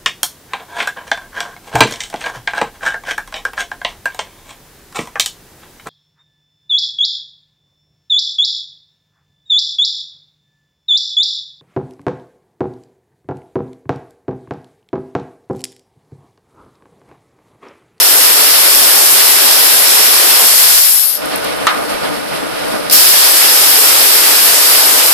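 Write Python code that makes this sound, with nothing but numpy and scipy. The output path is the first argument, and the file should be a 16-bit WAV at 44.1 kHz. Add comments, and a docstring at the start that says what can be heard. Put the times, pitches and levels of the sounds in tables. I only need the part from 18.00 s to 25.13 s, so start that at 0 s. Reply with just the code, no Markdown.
"""Spray gun in a sheet-metal booth

A handheld gun blasts a supersonic air jet at a metal part and overloads both microphone capsules.
The jet is banded stereo noise with whistles; on release it fades from the bass up to a chirp.
Throbbing shop noise through ducts is then heard while the part is turned and strikes a ringing grating.
The valve snaps, short noise bursts, and the jet returns as a spurt, an overshoot and a steady blast."""
import sys
import numpy as np
from scipy import signal
from scipy.fft import rfft, irfft, next_fast_len
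from scipy.io import wavfile

SR = 44100
rng = np.random.default_rng(int(sys.argv[2]) if len(sys.argv) > 2 else 0)


def wrap_up_sound(samples):
    """Save the sound to the file named by the first command line argument, as 16-bit audio."""
    columns = np.atleast_2d(samples).T
    # keep every value between -1 and 1, then stretch to whole-number steps
    tamed = np.clip(columns, -1, 1)
    steps = np.round(tamed * 32767).astype(np.int16)
    wavfile.write(sys.argv[1], SR, steps)


N = 314433
T = np.arange(N) / SR   # time [s]
SIZE = next_fast_len(N)
HZ = np.maximum(np.arange(SIZE // 2 + 1) * SR / SIZE, 1)   # bin frequencies, kept above zero for logarithms

# Bands of the jet: (low edge [Hz], high edge [Hz])
JET_BANDS = [(250, 600), (700, 1400), (1500, 3000), (4000, 6000), (6200, 7800), (9000, 14000)]
# Left-right lean of each jet band once the overload has eased: (level difference [dB])
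EASED_PAN_DB = [-10, -6, -0.5, -4.5, -2, 18]
# Jet spectrum, each capsule behind its own resonant port:
# (frequency [Hz], left density [dB], right density [dB], likeness of the ports [-1..1])
JET_COLOUR = [(25, -27, -31, 0.), (160, -36, -62, 0.), (249, 1, -10.5, 0.24), (428, 4.5, -0.5, 0.046),
              (2190, -6, -7.5, 0.0093), (4340, -3, -2.5, 0.0086), (5040, -4.5, 2.5, 0),
              (5850, -3.5, -2.5, .05), (6450, -10.5, -4, 0.28), (8140, -0.5, -1.8, 0.0013),
              (9950, -1, 1.1, 0.22), (10270, 5.5, -1.5, 0.26), (11950, 6.5, 1.5, 0.31), (13200, 4, 4, 0.39),
              (15800, -10.5, -8, 0.52)]
# Whistles of nozzle and part, before and after the part is tilted:
# (frequency [Hz], width [Hz], left rise [dB], right rise [dB])
WHISTLES_FLAT = [(4450, 90, .5, 4), (5170, 70, .5, 3), (5350, 60, .5, 4), (8750, 200, 4, .5),
                 (10250, 120, 2.5, .5), (10750, 320, 2.5, .6), (11250, 150, -4, .5), (11550, 150, 2.5, 1.5),
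                 (11900, 250, 4, 3), (12900, 150, 2.5, 1.5)]
WHISTLES_TILTED = [(4590, 160, -2, 3.7), (4960, 200, -1, 1.7), (5430, 200, 1, 1.7), (8130, 150, -1, 4.4),
                   (8470, 150, 3.5, .5), (10400, 50, -9, .5), (11000, 320, -2.5, 3.9),
                   (11450, 200, 0.5, .5), (12000, 230, 0, 1.5), (13900, 170, 5.5, 1.5)]
# Narrow whistles that come and go: (frequency [Hz], width [Hz], left re hiss [dB], right re hiss [dB])
FLUTTERS = [(4470, 120, -34, -21), (5340, 90, -32, -19), (10800, 260, -14, -24), (11400, 160, -18, -21),
            (12000, 260, -12, -17)]
# Roar, growl, body, howl and hiss of the jet; all levels after the first are relative to it:
# (steady level [dB], step on release [dB], hold after release [s], further loss when the valve seats [dB],
#  spurt [dB], overshoot at full flow [dB], settling time constant [s], second blast [dB])
JET_VOICES = [(-29, -6, 0.055, 42, -17, -12, 0.044, 0.6), (-24, -1.5, 0.16, 18.5, -10, -2, .06, 0.4),
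              (-20, -0.3, 0.18, 19.5, -7, 0, .06, .1), (-17.5, 0.6, .18, 15.5, -3, 5.5, 0.18, 0.1),
              (-12, 2.1, .48, 15.5, -4, 11, 0.055, .1)]
# Bands of the shop noise: (low edge [Hz], high edge [Hz])
SHOP_BANDS = [(200, 1600), (2000, 5500), (8000, 14000)]
# Shop spectrum: (frequency [Hz], left density [dB], right density [dB], likeness of the ports [-1..1])
SHOP_COLOUR = [(25, -6, -19, -0.49), (113, -14, -16, -0.69), (151, -8, -11.5, -0.85),
               (290, -3.5, -9.5, -0.76), (630, -4.5, -3, -0.47), (1040, -9.5, -9.5, -0.29),
               (1360, -11, -12, 0.33), (3050, -17.5, -13, -0.035), (5300, -28, -18, -0.12),
               (6450, -32, -31, -0.061), (8650, -25, -34, 0.), (10700, -22.5, -40, 0.),
               (13300, -28.5, -45, 0.), (14600, -45, -51, 0.)]
# Duct resonances: (frequency [Hz], width [Hz], left rise [dB], right rise [dB])
DUCTS = [(147, 9.7, 7.5, 4), (192, 8.9, 4.5, 4), (297, 12, 9, 13), (376, 44, -6, -4.5), (460, 14, 2.5, 4.5),
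         (503, 14, 4, 4), (586, 27, 3.5, 5), (708, 30, -1, -6), (1220, 36, 6, 5.5), (1454, 84, 2, 8.5)]
# Rumble, clatter and air leak of the shop: (level [dB], sink under the jet [dB])
SHOP_VOICES = [(-25, 19), (-31.5, 14), (-33.5, 0)]
# Machine strokes that swell the shop noise: (time [s], swell [dB])
THROBS = [(3.34, 3), (3.46, 4), (3.62, 2), (3.78, 2.5), (3.91, 4), (4.05, 4), (4.2, -0.5), (4.36, 3),
          (4.5, -1), (4.65, 1), (4.74, 3.5)]
# Snaps and thuds of valve and grit:
# (time [s], level [dB], centre frequency [Hz], width [octaves], t60 [s], left minus right [dB])
SNAPS = [(3.258, -17, 11200, .6, .015, 14), (3.359, -14, 11300, .5, .018, 14),
         (3.376, -23, 11000, .6, .015, 14), (3.444, -22, 10900, .6, .035, 14),
         (4.898, -12, 11300, .7, .03, 9), (4.898, -11, 4700, .5, .04, -9), (4.926, -18, 90, 2.5, .14, 3),
         (2.43, -27, 190, .8, .12, 3)]
# Whistle of the closing valve: (time [s], level [dB], from [Hz], to [Hz], length [s])
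CHIRP = (3.147, -11, 13200, 11000, .012)
# The part strikes the grating: (time [s], level [dB])
KNOCK = (3.6686, -1)
# Modes of the grating: (frequency [Hz], relative level [dB], t60 [s])
GRATING = [(730, -10, .1), (870, -5, .08), (1007, 4, .06), (1120, -13, 0.056), (1190, -8, .4),
           (1220, -6, 0.5), (1280, -3, 0.29), (1337, 7, 0.092), (1440, -12, .07), (1800, 9, 0.039),
           (1960, -4, .06), (2640, -4, 0.058), (3000, -3, 0.045), (4380, -3, 0.034)]
# Reverberant tail of the booth: (centre frequency [Hz], relative level [dB], t60 [s])
KNOCK_TAIL = [(300, -29, .25), (705, -10, 0.29), (1210, -2, 0.5), (1990, -3.5, 0.32), (3480, -2, 0.2),
              (5500, -14, 0.12), (10000, -22, .07)]

# Trigger let go, valve seats, valve cracks open, full flow
RELEASE_S, SHUT_S, SPURT_S, OPEN_S = 2.448, 3.17, 4.905, 4.924
STEP_S, SHUT_DB_PER_S = 0.035, 260
FADE_BEND = 1.76   # the loss in dB quickens as this power of time
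SPURT_RISE_S, SPURT_GROWS_DB = 0.0057, 1
SECOND_SAG_DB_PER_S = 0.08   # the second blast weakens slowly
JET_LAG_S = 0.0001278   # the jet noise reaches the left port later

# Easing of the overload (shares 0-1): a little on release, fully as the hiss dies, less at full flow
EASE_RELEASED, EASE_FROM_S, EASE_OVER_S = 0.32, 2.91, 0.16
EASE_SPURT, EASE_TILTED, SETTLE_S = 0.6, 0.11, 0.06

SHOP_RETURNS_S, SHOP_RETURN_OVER_S, SHOP_SINKS_S, SHOP_SINK_OVER_S = 3.027, 0.2, 4.96, 0.25
SHOP_HUSH_DB = 4.5   # it sinks further while the pressure bleeds away
THROB_RISE_S, THROB_FALL_S = 0.027, 0.05   # bell-curve widths before and after each stroke
LOW_CUT_HZ, CUTOFF_HZ = 143, 14560


def from_db(db):
    """Logarithmic level: decibels to amplitude gain."""
    return 10 ** (np.asarray(db) / 20)


def ramp(start_s, over_s):
    """Linear transition: 0 before the start, rising straight to 1."""
    return np.clip((T - start_s) / over_s, 0, 1)


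def at_hz(rows):
    """Interpolation on log frequency: columns of a spectrum table at every frequency bin."""
    hz, *columns = np.transpose(rows)
    return np.array([np.interp(np.log(HZ), np.log(hz), column) for column in columns])


def drift(rate_hz):
    """Low-passed white noise: a slow random fluctuation of spread 1."""
    pole = np.exp(-80 * np.pi * rate_hz / SR)   # one value every 40 samples
    white = rng.standard_normal(N // 40 + 2002)
    slow = signal.lfilter([1], [1, -2 * pole, pole * pole], white)[2000:]   # drop the filter's start
    return np.interp(np.arange(N) / 40, np.arange(len(slow)), slow / slow.std())


def stereo_noise(colour, resonances, lag_s):
    """Partial coherence: two-channel noise spectrum mixed from a common and an opposed part."""
    left_db, right_db, likeness = at_hz(colour)
    density_db = np.array([left_db, right_db])
    for hz, width_hz, *rise_db in resonances:
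        bell = 1 / (1 + (2 * (HZ - hz) / width_hz) ** 2)
        density_db = density_db + np.outer(rise_db, bell)
    mid, side = rfft(rng.standard_normal((2, SIZE)))
    likeness = np.clip(likeness, -1, 1)
    common = np.sqrt(1 + likeness) * mid
    opposed = np.sqrt(1 - likeness) * side * [[1], [-1]]
    left_delay = np.exp(-2j * np.pi * HZ * lag_s * [[1], [0]])
    return from_db(density_db) * (common + opposed) * left_delay


def played(spectrum, bands, levels_db, patchy_db):
    """Band synthesis: crossfading spectral slices follow their own levels and flicker independently."""
    power = np.abs(spectrum.mean(axis=0)) ** 2
    centres_hz = np.sqrt(np.prod(bands, axis=1))
    shares = at_hz(np.column_stack([centres_hz, np.eye(len(bands))]))
    out = 0
    for (low, high), share, level_db in zip(bands, shares, levels_db):
        in_band = (HZ > low) & (HZ < high)
        rms = np.sqrt(2 * power[in_band].sum()) / SIZE
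        slice_noise = irfft(spectrum * share, SIZE)[:, :N] / rms
        out = out + slice_noise * from_db(level_db + patchy_db * drift(8.5))
    return out


def burst(start_s, hz, octaves, t60):
    """Exponential decay: two-channel band noise that starts at once and is cut after half a second."""
    start, size = round(start_s * SR), SR // 2
    edges = [hz / 2 ** (octaves / 2), hz * 2 ** (octaves / 2)]
    band = signal.butter(2, edges, "band", fs=SR, output="sos")
    noise = signal.sosfilt(band, rng.standard_normal((2, size)))
    dying = noise / noise.std() * from_db(-60 * T[:size] / t60)
    return np.pad(dying, [(0, 0), (start, N - start - size)])


def jet_levels():
    """Pressure discharge: voices fade from the bass up, then return as a spurt and settling overshoot."""
    since_open = np.maximum(T - OPEN_S, 0)
    levels_db = []
    for steady_db, step_db, hold_s, lost_db, spurt_db, over_db, settle_s, second_db in JET_VOICES:
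        fade_start_s = RELEASE_S + hold_s
        faded = np.maximum(T - fade_start_s, 0) / (SHUT_S - fade_start_s)
        dying = step_db * ramp(RELEASE_S, STEP_S) - lost_db * faded ** FADE_BEND
        dying = dying - SHUT_DB_PER_S * np.maximum(T - SHUT_S, 0)
        spurt = spurt_db - SPURT_GROWS_DB * (1 - ramp(SPURT_S, OPEN_S - SPURT_S))
        spurt = spurt - 40 * (1 - ramp(SPURT_S, SPURT_RISE_S))
        flowing = second_db + over_db * np.exp(-since_open / settle_s) - SECOND_SAG_DB_PER_S * since_open
        opening = np.where(T < OPEN_S, spurt, flowing)
        levels_db.append(steady_db + np.where(T < SPURT_S, np.maximum(dying, -80), opening))
    easing = EASE_RELEASED * ramp(RELEASE_S, STEP_S)
    easing = easing + (1 - EASE_RELEASED) * ramp(EASE_FROM_S, EASE_OVER_S)
    returning = EASE_TILTED + EASE_SPURT * np.exp(-since_open / SETTLE_S)
    return *levels_db, np.where(T < SPURT_S, easing, returning)


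def flutter(hiss_db):
    """Resonant filtering: noise passes each narrow resonance twice and swells at random."""
    out = 0
    for hz, width_hz, *ports_db in FLUTTERS:
        radius = np.exp(-np.pi * width_hz / SR)
        poles = [1, -2 * radius * np.cos(2 * np.pi * hz / SR), radius * radius]
        once = signal.lfilter([1], poles, rng.standard_normal(N))
        tone = signal.lfilter([1], poles, once)
        swelling = tone / tone.std() * from_db(hiss_db + 5.8 * drift(2.3))
        out = out + np.outer(from_db(ports_db) * [1, -1], swelling)   # opposite in phase at the ports
    return out


def jet():
    """Jet turbulence: broadband noise with whistles, which shift once the part is tilted."""
    roar_db, growl_db, body_db, howl_db, hiss_db, eased = jet_levels()
    # between the port resonances mostly overload noise is left
    valley_db = 0.59 * body_db + 0.53 * hiss_db - 3.5
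    bands_db = (roar_db, growl_db, body_db, howl_db, valley_db, hiss_db)
    lean = np.array([[.3], [-1.7]])   # easing moves the right port most
    levels_db = [db + eased * pan_db / 2 * lean for db, pan_db in zip(bands_db, EASED_PAN_DB)]
    first, second = (played(stereo_noise(JET_COLOUR, whistles, JET_LAG_S), JET_BANDS, levels_db, patchy_db=0.9)
                     for whistles in (WHISTLES_FLAT, WHISTLES_TILTED))
    return np.where(T < 4, first, second) + flutter(hiss_db)   # exchanged between the blasts


def shop_levels():
    """Level contrast: the shop is heard in full only between the blasts."""
    back = ramp(SHOP_RETURNS_S, SHOP_RETURN_OVER_S)
    sunk = 1 - back + ramp(SHOP_SINKS_S, SHOP_SINK_OVER_S)
    hush_db = SHOP_HUSH_DB * ramp(RELEASE_S, STEP_S) * (1 - back)
    return [db - sink_db * sunk - hush_db for db, sink_db in SHOP_VOICES]


def shop():
    """Duct resonance: throbbing fan and machine noise, mostly opposite in phase at the ports in the bass."""
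    swell_db = 0
    for stroke_s, db in THROBS:
        away = np.where(T < stroke_s, (stroke_s - T) / THROB_RISE_S, (T - stroke_s) / THROB_FALL_S)
        swell_db = swell_db + db * np.exp(-away ** 2)
    levels_db = [db + share * swell_db for db, share in zip(shop_levels(), (1, .9, .7))]
    return played(stereo_noise(SHOP_COLOUR, DUCTS, lag_s=0), SHOP_BANDS, levels_db, patchy_db=1.2)


def snaps():
    """Impulsive excitation: short noise bursts, each leaning to the port that favours its pitch."""
    out = 0
    for start_s, db, hz, octaves, t60, pan_db in SNAPS:
        ports_db = db + pan_db / 2 * np.array([[1], [-1]])
        out = out + from_db(ports_db) * burst(start_s, hz, octaves, t60)
    return out


def chirp():
    """Gliding tone: the last air whistles down through the valve seat, mostly at the left port."""
    start_s, db, from_hz, to_hz, length_s = CHIRP
    part = ramp(start_s, length_s)
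    turns = np.cumsum(from_hz + (to_hz - from_hz) * part) / SR
    ports_db = db + np.array([[4], [-12]])
    return from_db(ports_db) * np.sin(np.pi * part) * np.sin(2 * np.pi * turns)


def knock():
    """Modal impact: a blow rings the grating over a short crack; booth walls add a tail that dies by band."""
    start_s, level_db = KNOCK
    t = np.maximum(T - start_s, 0)
    modes = 0
    for k, (hz, db, t60) in enumerate(GRATING):
        modes = modes + (-1) ** k * from_db(db - 60 * t / t60) * np.sin(2 * np.pi * hz * t)
    tail = sum(from_db(db) * burst(start_s, hz, 0.65, t60) for hz, db, t60 in KNOCK_TAIL)
    # the part itself, damped by the glove
    thwack = from_db(3 - 60 * t / .025) * np.sin(2 * np.pi * 1150 * t)
    crack = from_db(-2) * burst(start_s, hz=4000, octaves=2.5, t60=.02).mean(axis=0)
    return from_db(level_db) * (from_db(-12.5) * modes + from_db(-9.0) * tail + thwack + crack)


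def scene():
    """Superposition: all sources add at the two capsules."""
    return jet() + shop() + snaps() + chirp() + knock()


def record(dry):
    """Saturation and filtering: peaks flatten near full scale, then a gentle low cut and a steep top cut."""
    flat = dry / (1 + np.abs(dry / 1.05) ** 4) ** (1 / 4)
    low_cut = signal.butter(1, LOW_CUT_HZ, "high", fs=SR, output="sos")
    top_cut = signal.ellip(12, .3, 80, CUTOFF_HZ, fs=SR, output="sos")
    return signal.sosfilt(top_cut, signal.sosfilt(low_cut, flat))


dry = scene()
out = record(dry)
wrap_up_sound(out)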